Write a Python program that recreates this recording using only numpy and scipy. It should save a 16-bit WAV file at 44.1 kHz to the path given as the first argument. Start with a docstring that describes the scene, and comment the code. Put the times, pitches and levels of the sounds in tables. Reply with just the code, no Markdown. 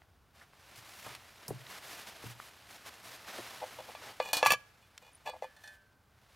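"""Metal gear clatters in a camp mug: each hit thumps the air inside and rings the thin wall and the gear.
Before that, in a quiet forest, a person in a stiff jacket sets a gas canister on a log with a dull boom.
The sleeve swishes as cloth rubs on cloth; fingers, plastic and bark make small dry ticks.
The hand reaches into the mug, where the gear scrapes, knocks and clatters until the grip stills it.
As the gear is lifted out, the mug's wire handles clink lightly."""
import sys
import numpy as np
from scipy import signal
from scipy.fft import rfft, irfft
from scipy.io import wavfile

SR = 44100
rng = np.random.default_rng(int(sys.argv[2]) if len(sys.argv) > 2 else 0)


def persist_wave(psi):
    """Save psi, clipped to +-1, as 16-bit WAV."""
    counts = np.round(np.clip(psi, -1, 1) * 32767).astype(np.int16)
    wavfile.write(sys.argv[1], SR, np.atleast_2d(counts).T)


N = 280247
TIME = np.arange(N) / SR
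T = np.arange(SR) / SR  # one second for a sound to ring in

# tone colour of the forest air: f/Hz, level/dB
FOREST_SPECTRUM = [(15, -39.5), (25, -22), (33, -14), (82, 0), (134, -7.5), (206, -12.5), (293, -16.5),
                   (503, -18), (545, -24.5), (591, -18), (1400, -19), (1520, -17.5), (2220, -47.5),
                   (16000, -36)]
# tone colour of rubbing cloth: f/Hz, level/dB
CLOTH_SPECTRUM = [(71, -32), (120, 0), (147, -15), (188, -6), (393, -4.5), (427, -6), (630, -0.5),
                  (1940, -1), (4980, -5.5), (8140, -11), (12300, -11), (15000, -16.5), (16000, -22)]
# steady rubbing of the sleeve as the arm moves: t/s, level/dB
ARM_RUB = [(0.0, -75), (0.3, -76), (0.58, -66.5), (0.7, -59.5), (1.08, -58), (1.24, -61), (1.62, -58),
           (2.12, -54.5), (2.37, -61), (2.64, -60.5), (3.22, -57), (3.45, -50.5), (3.85, -56), (4.16, -59),
           (4.75, -70), (5.4, -67), (6.0, -77.5), (6.35, -67.5)]
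# sleeve folds sweeping past the jacket: t/s, length/s, level/dB, extra treble/dB
SWISHES = [(0.334, 0.12, -64, -6.5), (0.755, 0.059, -72, 13.5), (0.83, 0.31, -66, 7),
           (1.018, 0.16, -53, -7.5), (1.666, 0.14, -52, -4.5), (1.808, 0.23, -54.5, -0.5),
           (2.06, 0.045, -54, -0.5), (2.209, 0.13, -55.5, -1.5), (2.367, 0.14, -62, 2),
           (2.679, 0.1, -59, -1), (2.85, 0.05, -51.5, -4.5), (3.013, 0.17, -55, -1),
           (3.265, 0.061, -48.5, -7.5), (3.321, 0.082, -47.5, -7.5), (3.87, 0.07, -59.5, -4.5),
           (3.994, 0.14, -51, -9.5), (5.564, 0.22, -75, 6)]
# ticks and squeaks: t/s, level/dB, centre/Hz, width/octaves, t60/s (the time to fade by 60 dB)
TICKS = [(0.019, -51, 1320, 0.79, 0.012), (0.412, -53.5, 1640, 0.3, 0.1), (0.535, -47, 1200, 0.63, 0.004),
         (0.759, -50, 2800, 2.2, 0.034), (1.150, -39.5, 2550, 1.2, 0.021), (1.430, -50.5, 1000, 1.4, 0.078),
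         (1.4813, -36.5, 5400, 0.23, 0.013), (1.4805, -42.5, 10200, 0.41, 0.1),
         (1.483, -46.5, 800, 0.32, 0.055), (1.506, -43, 744, 0.3, 0.044),
         (1.667, -40.5, 2800, 0.54, 0.0099), (2.400, -35, 1460, 0.31, 0.011), (2.94, -47, 1990, 1.3, 0.022),
         (4.978, -40, 2630, 1.1, 0.015), (5.132, -58, 9500, 0.088, 0.029),
         (5.149, -52.5, 9750, 0.068, 0.051), (5.676, -51.5, 5200, 0.7, 0.045)]
# canister, hand and mug bumping the log: t/s, boom/dB, thud/dB, thud centre/Hz
THUMPS = [(0.776, -57, -75, 200), (1.063, -50.5, -42, 640), (1.483, -49, -41.5, 201),
          (1.505, -38, -33, 220), (2.238, -49, -44.5, 249), (2.256, -43, -69, 200), (3.387, -67, -38, 380),
          (4.426, -59, -51, 260), (4.465, -46, -49, 200), (4.519, -54, -40.5, 231)]
# the log's modes, the tones it rings at: f/Hz, level/dB, t60/s
LOG_MODES = [(118.7, 0, 0.39), (136, -5, 0.42), (189, -6, 0.2), (296, -11, 0.16)]
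# fingers and gear sliding in the mug: t/s, length/s, hollow air/dB, metal/dB
SCRAPES = [(3.611, 0.036, -39, -60), (3.78, 0.037, -48, -55.5), (3.878, 0.026, -46, -57),
           (3.999, 0.14, -55.5, -72), (4.195, 0.14, -51, -46), (4.433, 0.091, -60, -37.5),
           (4.808, 0.05, -79, -67.5), (5.005, 0.1, -64, -61.5), (5.249, 0.061, -43.5, -47.5),
           (5.322, 0.051, -48, -73), (5.425, 0.032, -43.5, -57), (5.633, 0.15, -76, -83)]
# tones of the air in the half-covered mug: f/Hz, level/dB, t60/s
HOLLOW_MODES = [(519.2, -6, .09), (624, 0, 0.023), (774, -1, 0.018), (883, -3, 0.032), (1060, 1, 0.011),
                (2030, -1.5, 0.075), (2587, -17.5, 0.03)]
# tones of the metal gear, plus a low hum from the mug's base: f/Hz, level/dB, t60/s
GEAR_AND_BASE_MODES = [(300, -16.5, 0.47), (1712, -0.5, 0.15), (2454, 5, 0.19), (2770, -12, 0.082),
                       (2930, -1.5, 0.15), (3180, -15, .12), (3434, 2.5, 0.13), (3940, -3.5, 0.17),
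                       (4280, -1, 0.16), (4510, -0.5, 0.18), (5240, -11, .13), (6030, -13.5, 0.08),
                       (6840, -14, 0.13), (8320, -11.5, 0.23)]
# tones of the mug's thin wall: f/Hz, level/dB, t60/s
WALL_MODES = [(1103, -7.5, 0.16), (1164, 0.5, 0.26), (1188, -3.5, 0.18), (1671, -9, 0.46),
              (1708, 0.5, 0.14), (2322, -8.5, 0.2), (2350, -11.5, 0.16), (2626, 5.5, 0.034),
              (2700, -10, 0.11), (3060, -21, .3), (3410, -7, 0.075), (3570, -24, 0.14),
              (4400, -11.5, 0.086), (4655, -14, 0.17), (5650, -9.5, .16), (5900, -14.5, 0.2),
              (6190, -22.5, 0.16), (7020, -12, 0.29), (7000, -12.5, 0.18), (8700, -16.5, .18),
              (9650, -3.5, 0.084), (11460, -25.5, .2), (11600, -25.5, .2), (12630, -19.5, .15),
              (13820, -14.5, .18), (14400, -24.5, .12)]
# gear hitting the mug: t/s, knock/dB, knock centre/Hz, wall/dB, gear and base/dB, clash/dB,
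# top/Hz (high = hard)
STRIKES = [(3.622, -37, 760, -68, -64, -58, 3000), (3.950, -34.5, 810, -53, -59, -58, 3500),
           (4.2006, -16.5, 620, -44, -50.5, -31.5, 2340), (4.3314, -27.5, 740, -50.5, -35, -26.5, 15000),
           (4.369, -37, 846, -54, -39.5, -30.5, 11000), (4.428, -11, 666, -28, -54, -30, 4000),
           (4.451, -27.5, 1050, -33, -54.5, -38, 9000), (4.4605, -7.5, 1070, -24.5, -48, -29, 6000),
           (4.466, -32.5, 1020, -32, -41.5, -26.5, 16000), (4.505, -22.5, 600, -22.5, -54.5, -29, 15000),
           (4.520, -21.5, 880, -29, -60.5, -25.5, 16000), (4.535, -22, 602, -29.5, -48.5, -39.5, 12000),
           (5.264, -53, 810, -46.5, -72, -62, 4000), (5.274, -29.5, 870, -51, -51.5, -59, 4000),
           (5.290, -28.5, 730, -65, -81, -64, 4000), (5.423, -23.5, 619, -58, -78, -57.5, 7000)]
# the hand closing on the ringing metal: t/s, extra fading/(dB per s)
GRIP_DAMPING = [(4.5, 9.5), (4.535, 75), (4.55, 648), (4.575, 194.5), (4.61, 6.5)]
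# light touches on the wire handles: t/s, ring/dB, clash/dB
CLINKS = [(5.431, -56.5, -57), (5.565, -62, -57), (5.638, -52.5, -53.5), (5.676, -53.5, -56)]
# tones of the emptied mug and its handles: f/Hz, level/dB, t60/s
HANDLE_MODES = [(597.6, -14, 1), (774, -17.5, 0.94), (1550, -11.5, 1.0), (1663, -13, 0.78),
                (1742, 2.5, 0.36), (1860, -5, 0.3), (2500, -11, 0.25), (3060, -15, 0.45),
                (3500, -5.5, 0.16), (4290, -4.5, 0.11), (5910, -10, 0.15), (8650, -15, 0.2)]
# how much louder the left side is than the right: f/Hz, level/dB
BALANCE = [(60, 3), (120, -0.5), (240, 0.0), (480, 1.5), (950, 0.5), (1890, -1.5), (3770, -0.5), (7520, 1),
           (15000, -0.5)]


def amp(db):
    """Turns decibels into a gain."""
    return 10 ** (np.asarray(db) / 20)


def unit_rms(x):
    """Scales a sound to an average power of 1."""
    return x / np.sqrt(np.mean(x ** 2) + 1e-20)


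def level_at(points, hz):
    """Reads between the points of a spectrum, on a log-frequency axis."""
    f, value = np.transpose(points)
    return np.interp(np.log(hz + 1), np.log(f + 1), value)


def add(mix, s, sound):
    """Mixes a sound in, starting at s seconds."""
    part = mix[max(round(s * SR), 0):][:len(sound)]
    part += sound[:len(part)]


def hump(hz, centre_hz, octaves):
    """A bell curve that peaks at 1 on the centre frequency."""
    return np.exp(-.5 * (np.log2((hz + 1) / centre_hz) / octaves) ** 2)


def decay(t, t60):
    """A fade that drops 60 dB every t60 seconds."""
    return np.exp(-np.log(1000) * t / t60)


def noise(gain, size):
    """Noise of power 1, coloured by the curve gain(hz)."""
    hz = np.fft.rfftfreq(size, 1 / SR)
    return unit_rms(irfft(rfft(rng.standard_normal(size)) * gain(hz), size))


def highpass(x, hz):
    """Cuts the bass, as small objects give off little of it."""
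    return signal.sosfilt(signal.butter(4, hz, "high", fs=SR, output="sos"), x)


def soften(x, hz):
    """Cuts the treble, as a soft contact has no sharp edge."""
    return signal.sosfilt(signal.butter(2, min(hz, .45 * SR), fs=SR, output="sos"), x)


def partials(modes, flip=False):
    """An object's frequencies and fading tones; flip starts neighbours opposite ways, as in a shell."""
    hz, db, t60 = np.transpose(modes)[:, :, None]
    sign = (-1. if flip else 1.) ** np.arange(len(hz))[:, None]
    return hz[:, 0], sign * amp(db) * decay(T, t60) * np.sin(2 * np.pi * hz * T)


def forest(level_db=-68.5):
    """Still air and far-off leaves make a soft, low hush."""
    return amp(level_db) * noise(lambda hz: amp(level_at(FOREST_SPECTRUM, hz)), N)


def fold_speed(length, swell_share=0.34, fade_share=0.24):
    """A sweeping fold of cloth speeds up, holds, then slows down."""
    progress = np.linspace(0, 1, int(length * SR))
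    ramp = np.minimum(progress / swell_share, (1 - progress) / fade_share)
    return np.sin(np.pi / 2 * np.clip(ramp, 0, 1))


def sleeve(split_hz=3600, flutter_db=1.1, crease_db=-12, creases_per_s=500, usual_db=-58):
    """Cloth slides on cloth: a swish that flutters with the folds, with tiny creases snapping in it."""
    arm_db = np.interp(TIME, *np.transpose(ARM_RUB))
    fizz_db = arm_db - 5.5 + 0.11 * (arm_db - usual_db)  # faster rubbing is brighter
    body_power, fizz_power = amp(arm_db) ** 2, amp(fizz_db) ** 2
    for s, length, db, treble_db in SWISHES:
        add(body_power, s, (amp(db) * fold_speed(length)) ** 2)
        add(fizz_power, s, (amp(db + treble_db) * fold_speed(length)) ** 2)
    creases = (rng.random(N) < creases_per_s / SR) * rng.standard_normal(N)
    friction = rng.standard_normal(N) + amp(crease_db) * unit_rms(creases)
    flutter = amp(flutter_db * noise(lambda f: 1 / (1 + (f / 60) ** 2), N))
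    hz = np.fft.rfftfreq(N, 1 / SR)
    cloth = rfft(friction * flutter) * amp(level_at(CLOTH_SPECTRUM, hz))
    treble_share = 1 / (1 + (split_hz / (hz + 1)) ** 2)
    body = np.sqrt(body_power) * unit_rms(irfft(cloth * (1 - treble_share), N))
    fizz = np.sqrt(fizz_power) * unit_rms(irfft(cloth * treble_share, N))
    return body + fizz


def ticks(rise_s=0.000067):
    """Fingers, plastic and bark touch in short, dry bursts that leave the mug silent."""
    out, t = np.zeros(N), T[:SR // 10]
    for s, db, centre_hz, octaves, t60 in TICKS:
        fade = decay(t, t60)
        tick = noise(lambda hz: hump(hz, centre_hz, octaves), len(t)) * fade * (1 - np.exp(-t / rise_s))
        add(out, s, amp(db) * tick * np.linalg.norm(fade) / np.linalg.norm(tick))
    return out


def log_thumps(thud_t60=0.068, rise_s=0.0029, right_lag_s=0.0009):
    """A dull thud on bark, and the log booming under it; the boom reaches the left ear first."""
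    out = np.zeros((2, N))
    _, log_tones = partials(LOG_MODES)
    boom = log_tones.sum(0) * (1 - np.exp(-T / rise_s))
    fade = decay(T, thud_t60)
    for s, boom_db, thud_db, thud_hz in THUMPS:
        thud = highpass(noise(lambda hz: hump(hz, thud_hz, octaves=0.96), SR) * fade, hz=109)
        thud *= np.linalg.norm(fade) / np.linalg.norm(thud)
        for ear, lag in zip(out, (0, right_lag_s)):
            add(ear, s + lag, amp(boom_db) * boom)
            add(ear, s, amp(thud_db) * thud)
    return out


def hollow_knock(centre_hz, spread=1.38, overtones=.12):
    """A blunt push rings the air in the mug, mostly near centre_hz."""
    hz, tones = partials(HOLLOW_MODES)
    low_hz = max(centre_hz / spread, .95 * hz.min())
    high_hz = max(centre_hz * spread, 1.2 * low_hz)
    band = signal.butter(3, [low_hz, high_hz], "band", fs=SR, output="sos")
    ring = tones.sum(0)
    return signal.sosfilt(band, ring) + overtones * highpass(ring, hz=1600)


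def clash(t60, top_hz, main_hz, cluster_hz=110, crack=1.0, crack_s=0.0023):
    """Metal on metal wakes a crowd of short tones, stronger near the main ones, weak above top_hz."""
    t, count = T[:SR // 5], 320
    hz = (np.linspace(500, 16000, count) + rng.uniform(-24, 24, count))[:, None]
    colour = amp(level_at([(500, -0.5), (900, 6.5), (1400, -2.5), (2700, -9), (4200, -0.5), (8000, -2),
                           (11000, -1.5), (14500, -1), (16000, -8)], hz))
    nearness = np.exp(-.5 * ((hz - main_hz) / cluster_hz) ** 2).max(1, keepdims=True)
    gains = colour * (0.92 + nearness) / np.sqrt(1 + (hz / top_hz) ** 4)
    fades = decay(t, t60 * (hz / 5000) ** -.35)  # high tones die sooner
    tones = fades * np.sin(2 * np.pi * (hz * t + rng.random(hz.shape)))
    bite = 0.73 + crack * np.exp(-t / crack_s)  # the first instant of contact is the hardest
    return bite * (gains * tones).sum(0) / np.sqrt(np.sum(gains ** 2) / 2)


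def scrapes(slips_per_s=900, rasp=0.067):
    """Sliding is a run of tiny slips, each ringing the gear and the mug's air and base, with a rasp."""
    out = np.zeros(N)
    metal_hz, metal_tones = partials(GEAR_AND_BASE_MODES, flip=True)
    air = hollow_knock(centre_hz=706, spread=1.39, overtones=0.048)
    metal = (0.17 + hump(metal_hz, 2450, octaves=0.46)) @ metal_tones * np.exp(-T / 0.048)
    add(metal, 0, amp(5.0) * clash(t60=0.017, top_hz=16000, main_hz=metal_hz))
    air, metal = air / np.linalg.norm(air), metal / np.linalg.norm(metal)
    for s, length, hollow_db, metal_db in SCRAPES:
        size = int(length * SR)
        slips = rng.standard_normal(size) * (rasp + (rng.random(size) < slips_per_s / SR))
        slide = unit_rms(slips) * signal.windows.tukey(size, .5)
        add(out, s, signal.fftconvolve(slide, amp(hollow_db) * air + amp(metal_db) * metal))
    return out


def clatter(hard_hz=10000, wall_clash_t60=0.08, gear_clash_t60=0.17):
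    """Each hit thumps the mug's air and rings wall, base and gear; the closing hand stills them."""
    out = np.zeros(N)
    wall_hz, wall_tones = partials(WALL_MODES, flip=True)
    gear_base_hz, gear_base_tones = partials(GEAR_AND_BASE_MODES, flip=True)
    damped_db = np.cumsum(np.interp(TIME, *np.transpose(GRIP_DAMPING))) / SR
    for s, knock_db, knock_hz, wall_db, gear_base_db, clash_db, top_hz in STRIKES:
        grip = amp(np.interp(s, TIME, damped_db) - np.interp(s + T, TIME, damped_db))
        hardness, edge_hz = top_hz / hard_hz, 2.6 * top_hz
        knock = soften(.5 * amp(knock_db) * hollow_knock(knock_hz), edge_hz)
        peak_hz = 2186 * hardness ** 0.17  # harder hits wake higher tones of the wall
        wall_gains = hump(wall_hz, peak_hz, octaves=0.88) + 0.21 * hump(wall_hz, peak_hz, octaves=1.9)
        ring = amp(wall_db) * wall_gains @ wall_tones + amp(gear_base_db) * gear_base_tones.sum(0)
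        add(out, s, grip * (knock + ring))
        on_wall = wall_db > gear_base_db  # the piece hit harder colours the clash
        main_hz, t60 = (wall_hz, wall_clash_t60) if on_wall else (gear_base_hz, gear_clash_t60)
        metal = soften(clash(t60 * hardness ** 0.41, top_hz, main_hz), edge_hz)  # soft hits die sooner
        add(out, s, amp(clash_db) * metal * grip[:len(metal)])
    return out


def handle_clinks():
    """The wire handles ring on freely after light touches."""
    out = np.zeros(N)
    hz, tones = partials(HANDLE_MODES, flip=True)
    for s, ring_db, clash_db in CLINKS:
        add(out, s, amp(ring_db) * tones.sum(0))
        add(out, s, amp(clash_db) * clash(t60=0.077, top_hz=11200, main_hz=hz, crack=0.2))
    return out


def tree_echo(x, t60=0.61, early_s=0.0054, delay_s=.003):
    """Sound scatters off the ground and trunks, giving each ear its own echo."""
    tails = np.array([noise(lambda hz: 1 / (1 + hz / 16000), SR) for _ in range(2)])
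    tails *= (0.095 * decay(T, t60) + np.exp(-T / early_s)) * (T > delay_s)
    return signal.fftconvolve(x[None], tails / np.linalg.norm(tails[0]), axes=1)[:, :N]


def microphones(x):
    """Two close microphones each colour the sound a little in their own way."""
    left_gain = amp(level_at(BALANCE, np.fft.rfftfreq(N, 1 / SR)) / 2)
    return irfft(rfft(x) * np.array([left_gain, 1 / left_gain]), N)


def scene():
    """The handling is close and straight ahead, with a faint echo and the forest all around."""
    near = sleeve() + ticks() + log_thumps() + scrapes() + clatter() + handle_clinks()
    air = forest() + amp(-14) * forest() * np.array([[1], [-1]])  # opposite signs add width
    return microphones(near) + amp(-25) * tree_echo(near.mean(0)) + air


def record(dry, top_hz=16000):
    """Cuts off the very highest treble."""
    lowpass = signal.firwin(255, top_hz, window=("kaiser", 9), fs=SR)
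    return signal.oaconvolve(dry, lowpass[None], "same")


dry = scene()
out = record(dry)
persist_wave(out)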